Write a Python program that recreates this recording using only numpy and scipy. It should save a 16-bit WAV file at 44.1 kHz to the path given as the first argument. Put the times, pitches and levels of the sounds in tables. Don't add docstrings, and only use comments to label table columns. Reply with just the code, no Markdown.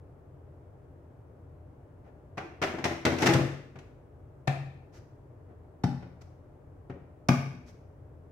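import sys
import numpy as np
from scipy import signal
from scipy.fft import rfft, irfft
from scipy.io import wavfile
from scipy.ndimage import uniform_filter1d

SR = 44100
rng = np.random.default_rng(int(sys.argv[2]) if len(sys.argv) > 2 else 0)


def persist_wave(psi):
    counts = np.round(np.clip(psi, -1, 1) * 32767).astype(np.int16)
    wavfile.write(sys.argv[1], SR, np.atleast_2d(counts).T)


N = 366471

# t/s, force/dB, hardness (0 a soft contact, 1 a bare edge)
PLASTIC_KNOCKS = [(2.372, -30.5, 0.53), (2.377, -21, 0.49), (2.616, -20, 0.62), (2.623, -15.5, 0.66),
                  (2.636, -19.5, 0.72), (2.741, -22.5, 0), (2.784, -24.5, 0.47), (2.8411, -20, 0.86),
                  (2.852, -14, 0.56), (2.912, -24.5, 0.41), (3.0513, -13.5, .8), (3.064, -11.5, 0.48),
                  (3.122, -18.5, 0.025), (3.185, -31, 1), (3.221, -24.5, 0.95), (3.227, -14.5, 0.61),
                  (3.259, -18.5, .9), (3.267, -12, 0.86), (3.289, -12.5, 0.55), (3.307, -19, 0.58),
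                  (3.335, -22, 0.99), (3.347, -11, 0.22), (3.389, -19.5, 0.33), (3.411, -19.5, 0.29),
                  (3.756, -33.5, 0.35), (3.787, -45, 0.82), (6.024, -35.5, 0.34), (6.898, -26, 0.17)]
# t/s, box thump/dB, lid flex/dB, slap/dB, click/dB, wall f/Hz, wall/dB, clip f/Hz, clip/dB
LATCH_SNAPS = [(4.474, -19, -39.5, -19, -37, 803, -30.5, 2480, -38.5),
               (5.836, -18.5, -21.5, -25, -48, 292, -20.5, 5450, -48.5),
               (7.2864, -14.5, -17, -17, -24, 1217, -25, 2350, -30)]
# t/s, length/s, level/dB, grit (0-1)
RUB_STROKES = [(2.032, 0.083, -57.5, 0.38), (3.187, 0.1, -30, 0.78), (4.921, .085, -57.5, 0.9),
               (5.477, 0.075, -56.5, .05), (6.209, .02, -55, 0.94), (7.657, 0.063, -61, 1)]
# f/Hz, level/dB, t60/s
THUMP_AND_BOOM_MODES = [(132, -9, .15), (137.9, -7, 0.2), (138.4, -12, 0.54)]
# f/Hz, level/dB, t60/s
LOOSE_LID_MODES = [(91, -10, 0.42), (178, -7.5, 0.2), (195, -9.5, 0.18), (254.7, -2.5, 0.15),
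                   (287, -9, 0.3), (333.4, -4, .5), (346, -11.5, 0.23), (401, -12, 0.29),
                   (486, -16.5, 0.23), (557, -15, 0.17), (587, -13, .22), (710, -12.5, 0.13),
                   (816, -12, 0.21), (1300, -27.5, .15), (1450, -21, 0.17), (1680, -20, 0.13),
                   (1910, -22.5, 0.14)]
SEATED_LID_MODES = [(176.5, -0.5, 0.22), (206, -12.5, 0.14), (239.2, -7.5, 0.29), (256.6, -6, 0.273),
                    (283, -14, 0.27), (342, -17.5, 0.33), (386.6, -21.5, 0.23), (591, -20, 0.26),
                    (701, -10.5, 0.083), (824, -17, .22)]
# f/Hz, relative level/dB
CLACK_SPECTRUM = [(25, -43.5), (200, -5), (350, 3.5), (500, 0.5), (750, 3.5), (1000, -5), (1300, -0.5),
                  (2000, -2.5), (2700, -6.5), (3300, -12), (5800, -22), (8000, -29), (15000, -52)]
SLAP_SPECTRUM = [(25, -54), (130, -15.5), (260, 4), (460, -4), (780, 6), (1000, -5.5), (1350, -4),
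                 (1900, -5.5), (2500, -14), (3300, -15), (4800, -19.5), (8000, -29.5), (15000, -47)]
TICK_SPECTRUM = [(500, -18.5), (2000, -7), (3500, -3), (4800, 2.5), (5900, 5), (7200, -3.5), (9500, -13.5),
                 (11500, -10.5), (15500, -20.5)]
# f/Hz, t60/s
ROOM_DECAY = [(150, 0.71), (700, 0.54), (2300, 0.66), (5500, 0.58), (13000, 0.508)]
# f/Hz, relative level/dB
RUMBLE_SPECTRUM = [(22, -26), (50, -9.5), (88, -2.5), (140, -6), (207, -22), (260, -15), (420, -15),
                   (600, -20), (800, -24), (1600, -36.5), (2600, -47.5), (4000, -57), (8000, -58),
                   (15000, -61)]
# f/Hz, level/dB
MOTOR_TONES = [(86, -60.5), (134.6, -65), (285, -74), (479, -77.5), (603, -72)]

CLACK_DB, TICK_DB, BEND_DB = (-13, 0), (-51, -6.5), (-6.5, -13)
TILT_DB_PER_OCTAVE, CHATTER_S = (-8, 4.5), (0.096, 0.048)
SEATED_AT_S, BOX_GROWTH_DB_PER_S, LID_GROWTH_DB_PER_S = 3.32, 13.5, 14.5
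LOOSE_DB, SEATED_DB = (-3.5, 2), (1.5, -6)
SLAP_LAG_S, THUMP_LAG_S = 0.002, 0.00424
RUB_TILT_DB_PER_OCTAVE, RUB_HISS_DB = (-10, -2), (-46, -3.5)


def knocks():
    out = np.zeros((2, N))
    for s, force_db, hardness in PLASTIC_KNOCKS:
        loose = s < SEATED_AT_S
        lid_modes = LOOSE_LID_MODES if loose else SEATED_LID_MODES
        thump_db, flex_db = LOOSE_DB if loose else SEATED_DB
        until_seated_s = max(SEATED_AT_S - s, 0)
        thump = amp(thump_db - BOX_GROWTH_DB_PER_S * until_seated_s) * ring(THUMP_AND_BOOM_MODES)
        flex = amp(flex_db - LID_GROWTH_DB_PER_S * until_seated_s) * ring(lid_modes)
        ringing = amp(between(BEND_DB, hardness)) * (thump + flex)
        clatter = contact(CLACK_SPECTRUM, between(CLACK_DB, hardness),
                          tilt_db=between(TILT_DB_PER_OCTAVE, hardness),
                          tick_db=between(TICK_DB, hardness), chatter_s=between(CHATTER_S, hardness))
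        add(out, s, amp(force_db) * at_microphone(clatter, ringing))
    return out


def latches():
    out = np.zeros((2, N))
    for s, thump_db, flex_db, slap_db, click_db, wall_hz, wall_db, clip_hz, clip_db in LATCH_SNAPS:
        snap = contact(SLAP_SPECTRUM, slap_db - 4.5, tilt_db=-1.1, tick_db=click_db, chatter_s=0.01887)
        snap += resonance(clip_hz, clip_db, t60=0.12)
        slap = contact(SLAP_SPECTRUM, slap_db, tilt_db=0.64, tick_db=click_db - 15, chatter_s=0.037)
        wall = pan(2.3) * resonance(wall_hz, wall_db, t60=0.05)
        add(snap, SLAP_LAG_S, slap + wall)
        thump = amp(thump_db) * ring(THUMP_AND_BOOM_MODES)
        flex = amp(flex_db) * ring(SEATED_LID_MODES)
        ringing = np.zeros(SR)
        add(ringing, THUMP_LAG_S, -(thump + flex))
        add(out, s, at_microphone(snap, ringing))
    return out


def contact(spectrum, clack_db, tilt_db, tick_db, chatter_s):
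    t = seconds(0.25)
    attack = 1 - np.exp(-t / (0.029 * chatter_s))
    chatter = grains(len(t), spread_db=1.5) * attack
    clack = noise(len(t), spectrum, split_hz=880, tilt_db=tilt_db) * fade(t, chatter_s)
    tick = noise(len(t), TICK_SPECTRUM, split_hz=3300) * fade(t, 0.84 * chatter_s)
    return (amp(clack_db) * pan(2.7) * clack + amp(tick_db) * pan(-7) * tick) * chatter


def ring(modes, scatter_db=1.5):
    t = seconds(0.834)
    return sum(amp(db + scatter_db * rng.standard_normal()) * np.sin(2 * np.pi * hz * t) * fade(t, t60)
               for hz, db, t60 in modes)


def resonance(hz, db, t60):
    t = seconds(0.25)
    peak = [(0.75 * hz, -40), (0.94 * hz, 0), (1.06 * hz, 0), (1.3 * hz, -40), (4 * hz, -60)]
    attack = 1 - np.exp(-t * hz / 2)
    return amp(db) * noise(len(t), peak, split_hz=2500) * fade(t, t60) * attack


def rubs():
    out = np.zeros((2, N))
    for s, length, db, grit in RUB_STROKES:
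        t = seconds(length)
        tilt_db = between(RUB_TILT_DB_PER_OCTAVE, grit)
        drag = pan(1.6) * noise(len(t), CLACK_SPECTRUM, split_hz=590, tilt_db=tilt_db)
        hiss = amp(between(RUB_HISS_DB, grit)) * noise(len(t), TICK_SPECTRUM, split_hz=2400)
        swell = np.sin(np.pi * t / length)
        add(out, s, amp(db) * (drag + hiss) * swell * grains(len(t), spread_db=1))
    return out


def at_microphone(clatter, ringing):
    edges = np.zeros((2, len(ringing)))
    add(edges, 0, clatter)
    low_cut = signal.butter(4, 92, "high", fs=SR, output="sos")
    boom = pan(3.7) * signal.sosfilt(low_cut, ringing)
    to_walls = amp(-2.5) * (edges + 0.25 * edges[::-1]) + amp(-8.5) * boom
    return edges + boom + tiled_room(to_walls)


def tiled_room(sound):
    t = seconds(0.75)
    colour = [(50, -2), (400, 0.5), (2500, -2), (6000, -2.5), (14000, -0.5)]  # f/Hz, level/dB
    wash = rfft(noise(len(t), colour, split_hz=770))
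    hz = np.fft.rfftfreq(len(t), 1 / SR)
    tail = np.zeros((2, len(t)))
    for centre_hz, t60 in ROOM_DECAY:
        band = lookup([(f, float(f == centre_hz)) for f, _ in ROOM_DECAY], hz)
        tail += irfft(wash * band, len(t)) * fade(t, t60)
    tail *= 1 - np.exp(-(t / 0.0016) ** 2)
    tail /= np.sqrt(np.sum(tail ** 2) / 2)
    return signal.fftconvolve(sound, tail, axes=1)[:, :sound.shape[1]]


def motor_hum():
    t = np.arange(N) / SR
    knots_s = np.arange(0, N / SR + 1, 0.125)
    out = amp(-52) * noise(N, RUMBLE_SPECTRUM, split_hz=500)
    for hz, db in MOTOR_TONES:
        sway_db = 1.6 * np.interp(t, knots_s, rng.standard_normal(len(knots_s)))
        drift_rad = 1.3 * np.interp(t, knots_s, rng.standard_normal(len(knots_s)))
        out += np.sqrt(2) * amp(db + sway_db) * np.sin(2 * np.pi * hz * t + drift_rad)
    return pan(1.7) * out


def noise(size, spectrum, split_hz, tilt_db=0):
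    hz = np.fft.rfftfreq(size, 1 / SR)
    mid, side = np.exp(2j * np.pi * rng.random((2, len(hz))))
    coherence = 1 / (1 + (hz / split_hz) ** 2)
    pair = mid * np.sqrt(1 + coherence) + np.array([[1], [-1]]) * side * np.sqrt(1 - coherence)
    colour = amp(lookup(spectrum, hz) + tilt_db * np.log2(hz + 150))
    sound = irfft(pair * colour, size)
    return sound / sound.std()


def grains(size, spread_db):
    step = SR // 1000
    gains = amp(spread_db * rng.standard_normal(size // step + 1))
    return uniform_filter1d(np.repeat(gains, step)[:size], step)


def amp(db):
    return 10 ** (np.asarray(db) / 20)


def pan(db):
    return amp(np.array([[db], [-db]]) / 2)


def seconds(length):
    return np.arange(int(length * SR)) / SR


def fade(t, t60):
    return np.exp(-np.log(1000) * t / np.maximum(t60, 1e-3))


def lookup(points, hz):
    f, value = np.transpose(points)
    return np.interp(np.log(hz + 1), np.log(f), value)


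def between(ends, share):
    return ends[0] + (ends[1] - ends[0]) * share


def add(track, s, sound):
    start = int(s * SR)
    track[..., start:start + sound.shape[-1]] += sound[..., :track.shape[-1] - start]


def scene():
    handling = rubs()
    return knocks() + latches() + handling + tiled_room(amp(-3.5) * handling) + motor_hum()


def record(dry):
    return signal.sosfilt(signal.ellip(10, 0.2, 80, 15800, fs=SR, output="sos"), dry)


dry = scene()
out = record(dry)
persist_wave(out)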